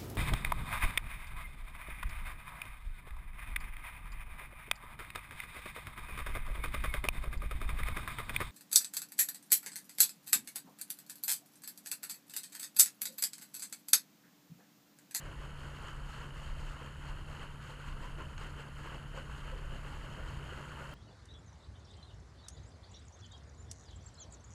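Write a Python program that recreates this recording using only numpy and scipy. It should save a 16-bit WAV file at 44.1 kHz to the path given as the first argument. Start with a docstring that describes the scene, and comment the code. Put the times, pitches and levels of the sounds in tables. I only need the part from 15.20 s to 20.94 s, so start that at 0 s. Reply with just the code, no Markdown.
"""First heard is a slug of water landing on flooded ground; more follow as water gushes from an open pipe.
Filtered bubbles and noise make each plunge, splash and spray; slaps, gulps and close drips stand out.
Behind them noise makes runoff and light wind on the microphone, and sines a pump humming through the pipe.
The camera's housing gives the water a hollow colour, held in the spectra; its electronics whine faintly."""
import sys
import numpy as np
from scipy.fft import rfft, irfft, next_fast_len
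from scipy.io import wavfile
from scipy.ndimage import map_coordinates

SR = 44100
rng = np.random.default_rng(int(sys.argv[2]) if len(sys.argv) > 2 else 0)


def dump_mix(stems):
    """Bounce the given channels to the path in sys.argv[1] as a 16-bit WAV at rate SR."""
    frames = np.atleast_2d(stems).T  # one column per channel
    limited = np.clip(frames, -1, 1)  # hard clip at full scale
    pcm = np.round(limited * 32767).astype(np.int16)
    wavfile.write(sys.argv[1], SR, pcm)


N = 253134
TIME = np.arange(N) / SR  # s


def amp(db):
    """Decibels to gain."""
    return 10 ** (np.asarray(db) / 20)


def unit(x):
    """Scale to rms 1."""
    return x / np.sqrt(np.mean(x ** 2) + 1e-20)


def wobble(rate):
    """A smooth random curve through normal draws, rate knots a second."""
    knots = rng.standard_normal(int(N * rate / SR) + 4)
    return map_coordinates(knots, [TIME * rate])


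def coloured(x, spectrum):
    """x through a causal minimum-phase filter with the given (f/Hz, level/dB) points."""
    size = 2 * next_fast_len(N // 2 + SR // 4)
    hz, db = np.transpose(spectrum)
    log_hz = np.log(np.fft.rfftfreq(size, 1 / SR) + 1)
    gain = amp(np.interp(log_hz, np.log(hz), db))
    # folding the cepstrum onto positive time makes the filter causal
    cepstrum = irfft(np.log(gain))
    cepstrum[1:size // 2] *= 2
    cepstrum[size // 2 + 1:] = 0
    response = np.exp(rfft(cepstrum))
    return irfft(rfft(x, size) * response)[:N]


def closed(spectrum):
    """The same spectrum, falling to -90 dB an octave beyond each end."""
    return [(spectrum[0][0] / 2, -90), *spectrum, (spectrum[-1][0] * 2, -90)]


def rush(spectrum):
    """Steady coloured noise of rms 1."""
    return unit(coloured(rng.standard_normal(N), closed(spectrum)))


def tones(lines):
    """Steady sines from (f/Hz, rms level/dB) rows."""
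    sines = sum(amp(db) * np.sin(2 * np.pi * (hz * TIME + rng.random())) for hz, db in lines)
    return np.sqrt(2) * sines


# the camera's own thin electronic tones: [f/Hz, rms level/dB]
WHINE_TONES = [(10645, -78.3), (10693, -87.5), (10741, -93), (10789, -97), (10837, -95), (13187, -98)]


def electronics_whine():
    """The camera's electronics sing as a few steady high sines."""
    return tones(WHINE_TONES)


# steady electric tone: [f/Hz, rms level/dB]
MOTOR_TONES = [(300, -73)]


def motor():
    """A faint electric tone holds one steady pitch."""
    return tones(MOTOR_TONES)


# colour of the wind's thud: [f/Hz, relative level per Hz/dB]
THUD_SPECTRUM = [(8, -10), (15, -24.5), (23, -1), (29, -6), (35, 2.5), (41, -10.5), (50, -10.5),
                 (70, -18.5)]
# colour of the wind's rumble: [f/Hz, relative level per Hz/dB]
RUMBLE_SPECTRUM = [(36, -31), (48, -2.5), (56, 0), (66, 1), (74, -1), (79, 1), (84, 0), (94, -9.5),
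                   (130, -6.5), (165, -12.5), (210, -31), (320, -29.5)]
# gusts on the housing: [peak t/s, length/s, thud rms level/dB, rumble rms level/dB]
WIND_GUSTS = [(0.18, 0.34, -44.5, -54), (0.773, 0.42, -48, -54.5), (1.32, 0.32, -42, -49.5),
              (1.897, 0.24, -43, -53.5), (2.296, 0.32, -45.5, -59), (2.828, 0.25, -41, -51.5),
              (3.17, 0.35, -49, -52), (4.0, 0.83, -50.5, -54), (4.6, 0.5, -45.5, -51),
              (5.14, 0.32, -45.5, -46.5)]
# the breeze between the gusts, rms level/dB
CALM_THUD_DB, CALM_RUMBLE_DB = -56.5, -52.5


def wind():
    """Light gusts add their power to a breeze; each thuds on the housing and rumbles."""
    s, length, thud_db, rumble_db = np.transpose(WIND_GUSTS)
    swells = np.exp(-(2 * (TIME[:, None] - s) / length) ** 2)
    thud = np.sqrt(amp(CALM_THUD_DB) ** 2 + swells @ amp(thud_db) ** 2)
    rumble = np.sqrt(amp(CALM_RUMBLE_DB) ** 2 + swells @ amp(rumble_db) ** 2)
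    return thud * rush(THUD_SPECTRUM) + rumble * rush(RUMBLE_SPECTRUM)


# colour of the running water: [f/Hz, relative level per Hz/dB]
RUNOFF_SPECTRUM = [(110, -7), (170, 11), (240, 7), (300, 6), (420, -7.5), (600, -7.5), (800, -10.5),
                   (1200, -25)]


def runoff():
    """Water runs steadily through the pipe and away over the mud."""
    return amp(-65) * rush(RUNOFF_SPECTRUM)


# the pump's hum: [multiple of the shaft speed, rms level before a slight flutter/dB]
PUMP_HARMONICS = [(1, -58), (3, -67.5), (4, -53), (5, -67), (6, -70.5)]
SHAFT_HZ = 35.75  # mean turns a second


def pump():
    """The impeller's vanes beat four times a turn; the shaft speed wavers a little."""
    turns = np.cumsum(SHAFT_HZ * (1 + 0.0015 * wobble(3.66))) / SR
    hum = sum(amp(db) * np.sin(2 * np.pi * (k * turns + rng.random())) for k, db in PUMP_HARMONICS)
    return np.sqrt(2) * hum * amp(0.18 * wobble(9.6))


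def single_bubbles(rows, t60, attack, rise):
    """Each bubble swells, rings and dies while its pitch creeps up; t60 and attack in seconds."""
    out = np.zeros(N)
    for s, db, hz in rows:
        age = np.clip(TIME - s, 0, 2 * t60)
        swell = amp(db - 60 * age / t60) * (1 - np.exp(-age / attack))
        out += swell * np.sin(2 * np.pi * hz * age * (1 + rise * age / t60))
    return out


# single drops close to the microphone: [t/s, level before attack and decay/dB, starting ring f/Hz]
DRIP_EVENTS = [(0.624, -57, 9500), (0.762, -58, 8000), (3.181, -49, 6420), (3.199, -55, 7850),
               (3.406, -54, 7700), (5.455, -56, 7000)]


def drips():
    """Single drops tick close by, each a short high ring."""
    return single_bubbles(DRIP_EVENTS, t60=0.017, attack=.0002, rise=0.11)


# big collapsing air pockets: [t/s, level before attack and decay/dB, starting ring f/Hz]
GULP_EVENTS = [(2.495, -45, 504), (2.672, -48, 1090), (2.84, -39, 980), (3.003, -42, 1024),
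               (3.968, -42, 1380), (3.972, -37, 532), (4.32, -39.5, 515), (4.53, -46, 535)]


def gulps():
    """Big air pockets gulp as they collapse, ringing lower and longer than the drips."""
    return single_bubbles(GULP_EVENTS, t60=0.082, attack=0.0055, rise=0.046)


# lumps of water that slap the ground: [t/s, noise level before attack, decay and colouring/dB]
SLAP_EVENTS = [(0.683, -30), (3.178, -27), (3.405, -36), (3.643, -35), (3.974, -33), (4.314, -32.5),
               (5.375, -34)]


def slaps():
    """A lump of water lands flat: a noise crack of a few milliseconds in the colours of splash and spray."""
    bursts = np.zeros(N)
    for s, db in SLAP_EVENTS:
        age = np.maximum(TIME - s, 0)
        bursts += amp(db - 60 * age / 0.017) * (1 - np.exp(-age / 0.00055))
    noise = rng.standard_normal(N) * bursts
    splash = amp(5.0) * coloured(noise, closed(SPLASH_SPECTRUM))
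    spray = amp(-14) * coloured(noise, closed(SPRAY_SPECTRUM))
    return splash + spray


def bubbles(lo_hz, hi_hz, cycles, spread_db, rise, count):
    """Bubbles born at random moments; each rings a few cycles and rises in pitch as it nears the surface."""
    when, pitch, life, strength = rng.random((count, 4)).T[:, :, None]
    hz = lo_hz + (hi_hz - lo_hz) * pitch
    decay = cycles * (.5 + life) / hz / np.pi  # s
    # the longest ring, capped to bound the array size
    length = min(int(4 * decay.max() * SR), 5_000_000 // count)
    t = np.arange(length) / SR
    # many weak bubbles, few strong ones
    gain = amp(-spread_db * np.log(np.maximum(strength, .02))) / np.sqrt(decay)
    phase = 2 * np.pi * hz * t * (1 + rise * np.minimum(t / decay, 4) / 8)
    sign = rng.choice([-1, 1], (count, 1))
    rings = gain * np.exp(-t / decay) * np.sin(phase) * sign
    index = (when * N).astype(int) + np.arange(len(t))
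    return unit(np.bincount(index.ravel(), rings.ravel(), N)[:N])


def churn(grains, spectrum, froth_db, flutter_db, flutter_rate):
    """Distinct bubbles over a froth of countless small ones, fluttering as the jet tears up; rms 1."""
    water = grains + amp(froth_db) * rng.standard_normal(N)
    fluttering = water * amp(flutter_db * wobble(flutter_rate))
    return unit(coloured(fluttering, closed(spectrum)))


def softened(db, share):
    """A level curve with its swing about the mean scaled by share."""
    return db.mean() + share * (db - db.mean())


SLUG_ATTACK_S, SLUG_T60_S = 0.052, 0.35


def slug(s, hold):
    """A slug builds up until it lands in full, pours for a moment and drains away."""
    age = TIME - s
    build = np.clip(1 + age / SLUG_ATTACK_S, 0, 1)
    drain = amp(-60 * np.maximum(age - hold, 0) / SLUG_T60_S)
    return build * drain


# the unbroken stream between the slugs, fuller towards the end: [t/s, splash level/dB]
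STREAM_LEVELS = [(0, -55.5), (3.9, -56.5), (4.8, -54), (5.74, -52.5)]
# slugs that land on the ground:
# [landing t/s, hold/s, splash level/dB, plunge level re splash/dB, spray level re splash/dB]
SLUG_EVENTS = [(0.01, 0.11, -56.5, -1, -13.5), (0.233, 0.007, -54.5, -4.0, -13.5),
               (0.393, 0.22, -56.0, -8, -13), (0.656, 0.044, -51, -7.5, -14.5),
               (0.904, 0.058, -54.0, -13, -10.5), (1.005, 0.033, -51.5, -5, -15),
               (1.18, 0.11, -54.5, -10, -12), (1.397, 0.123, -55.5, -7, -10.5),
               (1.624, 0.045, -53.5, -5.0, -15), (1.846, 0.048, -52.5, -7.0, -14.5),
               (2.094, 0.068, -54, -7, -12.5), (2.22, 0.012, -50, -7.5, -16.5),
               (2.437, 0.078, -54.5, -13, -11.5), (2.598, 0.076, -57.5, -8.0, -12.5),
               (2.676, 0.009, -52.5, -14, -14.0), (2.834, 0.017, -49.5, -7.5, -14.5),
               (3.003, 0.007, -50, -4, -17.5), (3.212, 0.012, -49.5, -7, -14),
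               (3.264, 0.037, -55.5, -5, -13.5), (3.402, 0.007, -51.0, -5.5, -16),
               (3.568, 0.076, -56.5, -8.0, -12), (3.662, 0.096, -52.0, -5.5, -16),
               (3.968, 0.025, -51, -3, -14), (4.12, 0.086, -55, -12.5, -13),
               (4.27, 0.055, -54.5, -4.5, -17.0), (4.38, 0.007, -57.5, -2.0, -17),
               (4.53, 0.019, -54.5, 0, -15.5), (4.658, 0.093, -55.5, -8.5, -13),
               (4.841, 0.158, -57, -5.5, -18), (5.101, 0.043, -55, -2.5, -12.5),
               (5.329, 0.098, -54, -4, -18), (5.578, 0.035, -55.0, -6.0, -15)]
# the stream's mean plunge level, and its spray level, against its splash/dB
PLUNGE_DB, SPRAY_DB = -5, -13.5
# a fuller stream digs deeper: dB of plunge for each dB of splash
PLUNGE_GROWS = 1.45
# chance swell and sink of the whole flow: depth/dB, knots a second
SLOSH_DB, SLOSH_RATE = 0.5, 30


def flow():
    """Plunge, splash and spray levels in dB: slugs add their power to the stream's, and all of it sloshes."""
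    stream_s, stream_splash_db = np.transpose(STREAM_LEVELS)
    stream_db = np.interp(TIME, stream_s, stream_splash_db)
    stream_plunge_db = softened(stream_db, PLUNGE_GROWS) + PLUNGE_DB
    power = amp([stream_plunge_db, stream_db, stream_db + SPRAY_DB]) ** 2
    for s, hold, db, plunge_db, spray_db in SLUG_EVENTS:
        peaks = amp([[db + plunge_db], [db], [db + spray_db]])
        power = power + (peaks * slug(s, hold)) ** 2
    return 10 * np.log10(power) + SLOSH_DB * wobble(SLOSH_RATE)


# colours of the water from deep to fine, each: [f/Hz, level per Hz/dB]
PLUNGE_SPECTRUM = [(110, -45.5), (190, 2.5), (250, 0.5), (340, 0.5), (450, 0.5), (560, 1), (700, -2.5),
                   (820, -12.5), (1100, -24)]
SPLASH_SPECTRUM = [(500, -37), (760, -8.5), (930, -2), (1130, -2.5), (1250, -2.5), (1420, -0.5),
                   (1620, -3.5), (1800, -7), (2050, -8.5), (2420, -14), (2700, -7.5), (2920, -4.5),
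                   (3170, -7.5), (3400, -22.5), (4000, -66)]  # also colours the slaps
SPRAY_SPECTRUM = [(2900, -30), (3500, 0.5), (3780, -3.5), (4050, -1), (4400, 2.5), (4800, -4), (5050, -4.5),
                  (5600, -8.5), (6200, -8.5), (6600, -0.5), (7000, -0.5), (7500, -7), (8200, -3.5),
                  (8700, -10.5), (9400, -37), (10500, -54)]  # also colours the slaps
MIST_SPECTRUM = [(7800, -22), (9000, 4.5), (9500, 0), (9900, 2.5), (10350, 1.5), (11000, 0.5),
                 (12000, -3.5), (13200, -0.5), (14200, -5.5), (15200, -10)]
# mist follows the spray: its level against it/dB and its share of the swing
MIST_DB, MIST_SHARE = -10.5, 0.74


def jet():
    """Each slug drives big air pockets under, bursts into small bubbles and scatters fine drops."""
    plunge_db, splash_db, spray_db = flow()
    # the finest mist hangs on between the slugs, so it swells less than the spray
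    mist_db = softened(spray_db, MIST_SHARE) + MIST_DB
    pockets = bubbles(203.4, 834, cycles=6.4, spread_db=2.0, rise=0.076, count=3600)
    small = bubbles(760, 3503, cycles=11.8, spread_db=1.5, rise=0.044, count=14000)
    drops = bubbles(3320, 15350, cycles=12, spread_db=1, rise=0.096, count=16000)
    plunge = churn(pockets, PLUNGE_SPECTRUM, froth_db=1.5, flutter_db=.6, flutter_rate=110)
    splash = churn(small, SPLASH_SPECTRUM, froth_db=3.5, flutter_db=.4, flutter_rate=300)
    spray = churn(drops, SPRAY_SPECTRUM, froth_db=3, flutter_db=.4, flutter_rate=150)
    mist = churn(drops, MIST_SPECTRUM, froth_db=8, flutter_db=.2, flutter_rate=150)
    water = amp(plunge_db) * plunge + amp(splash_db) * splash
    water = water + amp(spray_db) * spray + amp(mist_db) * mist
    # the whole jet trembles as it breaks up
    return water * amp(.4 * wobble(150))


def scene():
    """Wind, pump and water at one microphone."""
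    background = wind() + motor() + runoff() + pump()
    water = drips() + gulps() + slaps() + jet()
    return (background + water)[None]


TOP_HZ = 15150  # the camera's band limit


def record(dry):
    """The camera adds its thin whine and keeps nothing above its band limit."""
    size = next_fast_len(N + SR // 2)
    keep = np.fft.rfftfreq(size, 1 / SR) < TOP_HZ
    spectrum = rfft(dry + electronics_whine(), size)
    return irfft(spectrum * keep, size)[:, :N]


dry = scene()
out = record(dry)
dump_mix(out)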